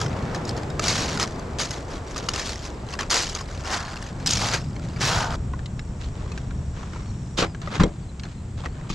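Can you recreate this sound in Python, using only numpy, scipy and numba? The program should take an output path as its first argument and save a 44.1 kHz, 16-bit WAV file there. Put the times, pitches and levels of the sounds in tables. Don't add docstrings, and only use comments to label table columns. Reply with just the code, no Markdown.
import sys
import numpy as np
from scipy import signal
from scipy.fft import rfft, irfft, next_fast_len
from scipy.io import wavfile
from scipy.ndimage import uniform_filter1d
from numba import njit

SR = 44100
rng = np.random.default_rng(int(sys.argv[2]) if len(sys.argv) > 2 else 0)


def put_to_file(sound):
    columns = np.atleast_2d(sound).T
    safe = np.clip(columns, -1, 1)
    whole_steps = np.round(safe * 32767)
    wavfile.write(sys.argv[1], SR, whole_steps.astype(np.int16))


N = 394254
TIME = np.arange(N) / SR
CUT_S = 5.36


def undb(db):
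    return 10 ** (np.asarray(db) / 20)


def unit(x):
    return x / np.sqrt(np.mean(x ** 2) + 1e-18)


def colour(x, points):
    size = next_fast_len(N + 8192, real=True)
    size += size % 2
    hz, db = np.transpose(points)
    freqs = np.arange(size // 2 + 1) * SR / size
    cepstrum = irfft(np.log(undb(np.interp(np.log(freqs + 1), np.log(hz), db))))
    cepstrum[1:size // 2] *= 2
    cepstrum[size // 2 + 1:] = 0
    return irfft(rfft(x, size) * np.exp(rfft(cepstrum)))[..., :N]


def rolloff(x, hz, kind):
    return signal.sosfilt(signal.butter(3, hz, kind, fs=SR, output="sos"), x)


def resonate(x, hz, width_hz):
    return signal.lfilter(*signal.iirpeak(hz, hz / width_hz, fs=SR), x)


def wander(rate_hz):
    knots = rng.standard_normal(2048)
    return unit(np.interp(TIME * rate_hz, np.arange(len(knots)), knots))


def noise(spectrum):
    return unit(colour(rng.standard_normal((2, N)), spectrum))


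def curve(points):
    return undb(np.interp(TIME, *np.transpose(points)))


def envelope(start, attack, hold, fade):
    age = TIME - start
    return np.clip(age / attack, 0, 1) * np.exp(-np.log(10) * np.clip((age - attack - hold) / fade, 0, 10))


def hiss():
    # frequency in Hz, gain in dB.
    spectrum = [(500, 8.5), (2000, 1), (4000, -5), (6000, -5), (7600, 4.5), (8500, -4.5), (9600, -15),
                (11000, -29), (13000, -38), (15500, -59)]
    return noise(spectrum) * undb(-54)


def surf():
    # frequency in Hz, gain in dB.
    spectrum = [(80, -5), (200, 4), (400, 3.5), (700, -0.5), (1100, -5.5), (1700, -12), (3000, -22),
                (6000, -28), (10000, -44), (13500, -51), (15500, -64)]
    # time in seconds, relative level in dB.
    levels = [(0, -37.5), (1.1, -37), (2.7, -43), (4, -47.5), (4.2, -44.5), (4.6, -47), (5.35, -44),
              (5.38, -48.5), (5.85, -51.5), (6.25, -49), (7.8, -55), (8.94, -54)]
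    return noise(spectrum) * curve(levels) * undb(4 + wander(13))


def wind():
    # frequency in Hz, gain in dB.
    gust_spectrum = [(12, -17), (25, -5), (40, 1.5), (55, -1.5), (70, 3), (95, -3.5), (140, -17),
                     (400, -84), (3000, -120)]
    buffet_spectrum = [(50, -13), (90, -0.5), (125, 2), (170, -2.5), (240, -10.5), (400, -22.5),
                       (1000, -62.5), (6000, -110)]
    # time in seconds, relative level in dB.
    gust_levels = [(0, -41), (2, -38), (4.3, -39), (5.3, -33.5), (6.5, -34.5), (8, -41), (8.94, -38)]
    buffet_levels = [(0, -32.5), (1, -35.5), (1.7, -41.5), (3.3, -43.5), (4.02, -41.5), (4.3, -33),
                     (5.3, -32.5), (5.7, -37), (7.7, -36.5), (8.1, -39.5), (8.94, -39)]
    flutter = undb(.91 * wander(12))
    gusts = noise(gust_spectrum) * curve(gust_levels) * undb(2)
    buffeting = noise(buffet_spectrum) * curve(buffet_levels) * undb(3)
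    return (gusts + buffeting) * flutter


def insect(note_hz=5626, roughness_hz=110, rasp_hz=7200, rasp_width_hz=3000):
    # time in seconds, relative level in dB.
    levels = [(5.36, -68), (6.7, -63), (6.95, -59.5), (7.35, -61), (7.5, -80)]
    roughness = unit(rolloff(rng.standard_normal((2, N)), roughness_hz, "low"))
    note = roughness * np.sqrt(2) * np.sin(2 * np.pi * note_hz * TIME)
    rasp = rng.standard_normal((2, N))
    for _ in range(2):
        rasp = rolloff(resonate(rasp, rasp_hz, rasp_width_hz), 8500, "low")
    return (note + unit(rasp) * undb(-1)) * curve(levels) * (TIME > CUT_S)


def bird():
    # start and length in seconds, first and last pitch in Hz, level in dB.
    chirps = [(7.056, .065, 4500, 4200, -53), (7.233, .06, 5500, 4700, -59), (7.45, .095, 5300, 4700, -58),
              (8.0, .06, 4950, 4500, -59), (8.07, .043, 4400, 4100, -56), (8.31, 0.1, 4550, 4150, -60),
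              (8.68, .06, 4300, 4850, -58)]
    waver, flicker = 1 + .022 * wander(260), undb(4 * wander(110))
    song = np.zeros((2, N))
    for start, length, first_hz, last_hz, db in chirps:
        progress = np.clip((TIME - start) / length, 0, 1)
        hz = (first_hz + (last_hz - first_hz) * progress) * waver
        song[0] += undb(db) * flicker * np.sin(np.pi * progress) * np.sin(2 * np.pi * np.cumsum(hz) / SR)
    return song


@njit
def ring(starts, hz, t60, mid, side):
    out = np.zeros((2, N))
    for k in range(len(starts)):
        first = int(starts[k] * SR)
        for m in range(hz.shape[1]):
            pole = np.exp(2j * np.pi * hz[k, m] / SR - np.log(1000) / (t60[k, m] * SR))
            phasor = 1 + 0j
            for i in range(first, min(N, first + int(t60[k, m] * SR))):
                out[0, i] += mid[k, m] * phasor.real
                out[1, i] += side[k, m] * phasor.imag
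                phasor *= pole
    return out


def contacts(starts, sizes, ring_s, modes=6):
    shape = (len(starts), modes)
    hz = 14000 * ((np.arange(modes) + rng.random(shape)) / modes) ** 2 + 150
    t60 = ring_s * np.exp(.8 * rng.standard_normal(shape).clip(-2, 2)) * (4000 / hz) ** .35
    weight = hz ** .25 / np.sqrt(t60)
    mid, side = weight * rng.choice([-1, 1], shape), weight * rng.standard_normal(shape)
    return sum(ring(touch.copy(), hz, t60, mid * size[:, None], side * size[:, None])
               for touch, size in zip(starts.T, sizes.T))


def pressure(pushes, rest_db, lag_s, fade_ratio):
    bright = dull = undb(rest_db) ** 2
    for start, attack, hold, fade, bright_db, dull_db in pushes:
        bright = bright + (undb(bright_db) * envelope(start, attack, hold, fade)) ** 2
        dull = dull + (undb(dull_db) * envelope(start, attack + lag_s, hold, fade * fade_ratio)) ** 2
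    return np.sqrt(bright), np.sqrt(dull)


def crunch(loads, span_s, spectrum, ring_s, spread_db, clump_db, bright_db, dull_db, count, split_hz=2620):
    bright, dull = loads
    begin, end = span_s
    when, strength, looseness, rebound = rng.random((count, 4)).T
    starts = begin + (end - begin) * when
    moving = np.interp(starts, TIME, np.clip((bright + dull) / undb(-22), .1, 1) ** .7)
    packed = np.interp(starts, TIME, np.clip(dull / undb(-30), 0, 1))
    knock_db = -spread_db * (1 - .4 * packed) * np.log(np.maximum(strength, .012))
    sizes = np.where(looseness < moving, undb(knock_db), .45)
    touches = np.transpose([starts, starts + .004 * rebound])
    grains = colour(contacts(touches, np.outer(sizes, [1, .5]), ring_s), spectrum)
    grains *= undb(clump_db * wander(110))
    out = 0
    for kind, load in (("high", bright * undb(bright_db)), ("low", dull * undb(dull_db))):
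        band = rolloff(grains, split_hz, kind)
        power = uniform_filter1d(band[0] ** 2, SR // 25) + np.mean(band[0] ** 2) / 1000
        out = out + band * load / np.sqrt(power)
    return out * (TIME < end)


def knocks(rows, spectrum, ring_s, chatter_s, fall_db, split_hz, bright_db, dull_db, clink_db, clink_s):
    starts, bright, dull, hz = np.transpose(sorted(rows))
    touch = np.arange(6)
    delays = chatter_s * (touch + rng.random((len(starts), len(touch))) - .5).clip(0)
    sizes = np.tile(undb(-fall_db * touch), (len(starts), 1))
    clicks = colour(contacts(starts[:, None] + delays, sizes, ring_s, modes=12), spectrum)
    clink_gain = undb(np.maximum(bright, dull) + clink_db)[:, None]
    clink_t60 = clink_s * np.sqrt(3000 / hz[:, None])
    clinks = ring(starts.copy(), hz[:, None].copy(), clink_t60, clink_gain, clink_gain / 2)
    out = rolloff(clinks, 8100, "low")
    latest_knock = (np.searchsorted(starts, TIME + 1 / SR) - 1).clip(0)
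    for kind, level_db in (("high", bright + bright_db), ("low", dull + dull_db)):
        band = rolloff(clicks, split_hz, kind)
        strength = np.sqrt(np.bincount(latest_knock, band[0] ** 2, len(starts)) / (SR / 200) + 1e-12)
        out = out + band * (undb(level_db) / strength)[latest_knock]
    return out


def scuffs():
    # frequency in Hz, gain in dB.
    spectrum = [(120, 1), (350, 6), (700, 1.5), (1200, 3.5), (1800, -2), (2800, -7), (4000, -7.5),
                (5500, -12.5), (7000, -14), (8500, -26.5), (11000, -40.5), (15500, -53)]
    # start, attack, hold and fade in seconds, bright and dull relative levels in dB.
    rubs = [(5.99, .025, .035, .07, -44.5, -49), (6.12, .04, .2, .4, -54, -50),
            (6.73, 0.036, 0.062, 0.2, -50, -45), (6.9, 0.021, 0.041, .4, -52, -45.5),
            (7.37, .012, .025, 0.04, -23, -28), (7.41, 0.012, .012, .038, -30, -23),
            (7.612, .005, .075, 0.4, -49, -44), (7.69, .06, .015, .05, -36, -32),
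            (7.794, 0.0053, .012, .055, -32, -23.5), (8.232, .006, .015, .06, -49, -44),
            (8.27, .02, .03, .08, -54, -54), (8.57, 0.009, .03, .1, -47.5, -46),
            (8.63, 0.029, .005, .025, -44, -36), (8.72, .03, 0.14, 1, -58, -48),
            (8.888, .014, .01, .06, -35, -44), (8.926, .008, .01, .05, -39, -48)]
    # start in seconds, bright and dull relative levels in dB, ringing pitch in Hz.
    ticks = [(5.536, -54, -27.5, 1060), (5.592, -46, -36.5, 1760), (5.659, -35, -50, 3600),
             (5.793, -33, -39, 1670), (6.318, -36, -44, 1200), (6.377, -33.5, -40, 1580),
             (6.509, -45, -35.5, 1430), (6.83, -48, -33, 1310), (6.935, -47, -35, 1400),
             (6.96, -46, -33, 980), (7.387, -26, -27, 3620), (7.425, -21.5, -24, 1150),
             (7.548, -42, -32, 1630), (7.617, -38.5, -33.5, 1270), (7.674, -42, -25, 1240),
             (7.754, -30, -39, 2470), (7.799, -39, -18.5, 1220), (7.835, -21, -18.5, 1000),
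             (8.196, -35.5, -50, 3750), (8.235, -34.5, -47, 1680), (8.638, -47, -33, 1070),
             (8.659, -37, -24.5, 1910), (8.9, -40, -27, 1147)]
    loads = pressure(rubs, rest_db=-63, lag_s=.0028, fade_ratio=.94)
    rasping = crunch(loads, (CUT_S, N / SR), spectrum, ring_s=.0051, spread_db=3, clump_db=.5,
                     bright_db=-2, dull_db=1, count=10000)
    return rasping + knocks(ticks, spectrum, ring_s=.007, chatter_s=.0016, fall_db=2.5, split_hz=2200,
                            bright_db=-2.5, dull_db=-6, clink_db=-1, clink_s=.024)


def door(rattle_db=-12, rattle_t60=.2, side_db=3):
    # frequency in Hz, relative level in dB, time to decay 60 dB in seconds.
    modes = [(46.3, -7.5, 0.15), (89, -19, .14), (166, -6.5, 0.14), (189, -4, 0.15), (247, -7.5, 0.087),
             (299, -13, 0.16), (328, -8.5, 0.19), (411, -10, 0.14), (461, -2.5, 0.066), (515, -9.5, 0.099),
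             (587, -19, 0.18), (666, -12.5, 0.089), (785, -24, .15), (960, -25, .25), (1030, -18, .11),
             (1200, -28, .11), (1464, -25, .1)]
    # start in seconds, relative level in dB, contact time in milliseconds.
    blows = [(7.39, -21.5, 0.72), (7.424, -18, 0.69), (7.796, -7.5, 4.3), (7.808, -6, 2.8),
             (7.838, -9.5, 1.07), (8.660, -36, 0.54), (8.902, -20, 3)]
    age = TIME[:SR // 2]
    panel = sum(undb(db) * np.sin(2 * np.pi * hz * age) * undb(-60 * age / t60) for hz, db, t60 in modes)
    rattle = unit(rolloff(rng.standard_normal((2, len(age))), 860, "low"))
    rattle *= undb(rattle_db - 60 * age / rattle_t60)
    force = np.zeros(N)
    for start, db, contact_ms in blows:
        pulse = np.sin(np.pi * np.clip((TIME - start) * 1000 / contact_ms, 0, 1))
        force += undb(db) * pulse / pulse.sum()
    response = rattle + panel * np.array([[1], [undb(side_db)]])
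    return signal.fftconvolve(response, force[None], axes=1)[:, :N]


def grating_stone():
    # frequency and bandwidth in Hz, gain in dB.
    modes = [(1720, 90, -2), (2616, 60, 0), (2982, 50, 0), (3266, 70, -1), (3800, 250, -2)]
    rub = rng.standard_normal((2, N)) * undb(3 * wander(180))
    stone = sum(undb(db) * resonate(rub, hz, width) for hz, width, db in modes)
    return unit(stone) * undb(-32) * envelope(5.012, attack=.025, hold=.065, fade=.16) * (TIME < CUT_S)


def skidding_sole(slip_hz=85, slip_s=.0042, steady_drag=.28):
    # resonance and bandwidth in Hz, gain in dB.
    hollows = [(740, 260, -2.5), (1040, 130, 1.5), (1360, 200, -3), (1690, 190, -3.5)]
    # start, attack, hold and fade in seconds, level in dB, frequency scale of the hollows.
    skids = [(3.63, .08, .04, 0.34, -33.5, 1.05), (4.378, .04, .03, 0.14, -30.5, 0.82),
             (5.058, .06, 0.1, 0.3, -27.5, 0.904)]
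    phase = np.cumsum(slip_hz * np.exp(.34 * wander(60))) / SR % 1
    drag = rng.standard_normal((2, N)) * (steady_drag + np.exp(-phase / slip_hz / slip_s))
    out = 0
    for start, attack, hold, fade, db, scale in skids:
        bed = sum((-1) ** k * undb(gain_db) * resonate(drag, hz * scale, width * scale)
                  for k, (hz, width, gain_db) in enumerate(hollows))
        bed = unit(rolloff(bed, 2500 * scale, "low"))
        out = out + bed * undb(db) * envelope(start, attack, hold, fade)
    return out * (TIME < CUT_S)


def pebble_steps():
    # frequency in Hz, gain in dB.
    spectrum = [(150, -9), (400, 1), (800, 3), (1250, 4.5), (1800, 2.5), (2600, -0.5), (3400, -0.5),
                (5000, 1.5), (7000, -2.5), (8200, -11.5), (10000, -20), (13000, -32.5), (15500, -38)]
    # start, attack, hold and fade in seconds, bright and dull relative levels in dB.
    pushes = [(0, .002, 0.023, .09, -35, -35), (.08, .02, .22, .15, -52, -42),
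              (.343, .004, .008, .03, -36, -35), (.445, .04, .015, .04, -39, -43),
              (.562, .004, .015, 0.03, -41, -42), (.61, .015, .005, .03, -44, -45),
              (.795, .09, .025, .13, -23.5, -27.5), (.935, .025, .055, .25, -28.5, -31),
              (1.06, 0.031, .05, .13, -36, -36), (1.19, .01, .035, .03, -27, -26.5),
              (1.25, .02, .01, .12, -43, -46), (1.582, .018, .015, .085, -24.5, -29),
              (1.697, .01, .03, .12, -37.5, -39.5), (1.87, 0.043, 0.055, .05, -44, -42.5),
              (2.06, .02, .06, .05, -45, -46), (2.15, .015, .02, 0.087, -37, -36),
              (2.23, .01, .02, .04, -42, -47), (2.285, .005, .01, .12, -38, -39),
              (2.33, .012, 0.057, 0.17, -31.5, -32.5), (2.445, 0.016, 0.036, 0.17, -33, -38.5),
              (2.6, .05, 0.0084, .07, -38, -40), (2.85, .09, .005, 0.03, -39, -38),
              (2.985, 0.019, .012, .05, -34, -28.5), (3.094, .025, .03, 0.15, -22, -23.5),
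              (3.15, .015, .01, 0.18, -24, -33), (3.325, .025, .04, .07, -38, -37),
              (3.46, .03, .12, 0.4, -46.5, -44), (3.63, 0.038, 0.036, 0.13, -35.5, -33),
              (3.7, 0.027, 0.0084, 0.13, -27.5, -26.5), (3.82, 0.044, .1, .15, -43.5, -40),
              (4.02, .02, .055, .04, -46, -43), (4.18, .02, .04, .04, -49, -47),
              (4.258, 0.01, 0.066, 0.23, -25, -34), (4.37, .05, 0.071, .1, -28.5, -29.5),
              (4.51, .025, .012, .055, -26, -24), (4.75, .08, .05, 0.5, -50.5, -48),
              (4.94, .02, 0.046, -0.5, -47, -40.5), (4.998, 0.015, 0.079, .2, -25.5, -26),
              (5.1, .04, .085, .07, -32, -30), (5.29, 0.018, .05, .05, -43, -39)]
    # start in seconds, bright and dull relative levels in dB, ringing pitch in Hz.
    clacks = [(.014, -21.5, -20, 1290), (.062, -30, -27.5, 1450), (.347, -27.5, -42, 1750),
              (.452, -30, -46, 5200), (.492, -22, -40, 4600), (.566, -33, -41, 1280),
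              (.702, -33, -34, 1500), (.795, -19, -17, 1265), (.84, -21, -22, 5670),
              (.882, -14, -18.5, 4660), (1.174, -24.5, -24.5, 1430), (1.198, -19.5, -23, 1230),
              (1.228, -18, -27, 5300), (1.394, -34, -47, 1100), (1.596, -30, -24, 4600),
              (1.708, -25.5, -31.5, 5330), (2.161, -29.5, -27.5, 1240), (2.179, -24, -39, 4760),
              (2.287, -23, -20, 1350), (2.289, -15, -21.5, 2900), (2.336, -26, -27, 5380),
              (2.396, -22.5, -31, 1780), (2.938, -33, -25, 2700), (2.99, -25.5, -22, 1700),
              (3.008, -22, -21.5, 1120), (3.103, -17, -30, 4510), (3.112, -16, -20, 4780),
              (3.142, -16, -18, 5570), (3.225, -21.5, -40, 5100), (3.295, -26, -36, 4970),
              (3.35, -20, -24.5, 4700), (3.41, -28, -39, 1080), (3.968, -42, -32, 2750),
              (4.025, -30.5, -34.5, 1800), (4.261, -16, -23.5, 5130), (4.272, -10.5, -33, 5120),
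              (4.308, -11.5, -35, 5250), (4.334, -14, -24.5, 6100), (4.371, -18.5, -20, 5700),
              (4.535, -30, -18.5, 1990), (4.539, -22, -21, 3770), (4.764, -42, -35, 2200)]
    loads = pressure(pushes, rest_db=-57, lag_s=.0026, fade_ratio=1.03)
    grinding = crunch(loads, (0, CUT_S), spectrum, ring_s=.008, spread_db=4.2, clump_db=-.5,
                      bright_db=-1, dull_db=-1.5, count=12000)
    return grinding + knocks(clacks, spectrum, ring_s=.0094, chatter_s=.00097, fall_db=1.5, split_hz=4600,
                             bright_db=-7, dull_db=-6.5, clink_db=1, clink_s=.018)


def scene(feet_side_db=-5, door_left=.1, left_lag_s=9e-6):
    # frequency in Hz, gain of the side signal in dB.
    width = [(60, -35), (125, -33), (250, -16.5), (500, -9), (1000, -5.5), (2200, -3), (4500, -6.5),
             (8000, -9.5), (12000, 0.5)]
    steps, lot = pebble_steps(), scuffs()
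    feet = steps + skidding_sole() + grating_stone()
    feet[1] *= undb(feet_side_db)
    thumps = door()
    mid, side = feet + lot + thumps + insect() + bird() + surf() + wind() + hiss()
    side = colour(side, width) + .035 * mid + door_left * thumps[0]
    side -= left_lag_s * SR / 2 * np.gradient(mid)
    return np.array([mid + side, mid - side])


def record(dry, bottom_hz=15, top_hz=15700):
    rounded = np.tanh(rolloff(dry, bottom_hz, "high"))
    return signal.sosfilt(signal.ellip(8, .2, 70, top_hz, fs=SR, output="sos"), rounded)


dry = scene()
out = record(dry)
put_to_file(out)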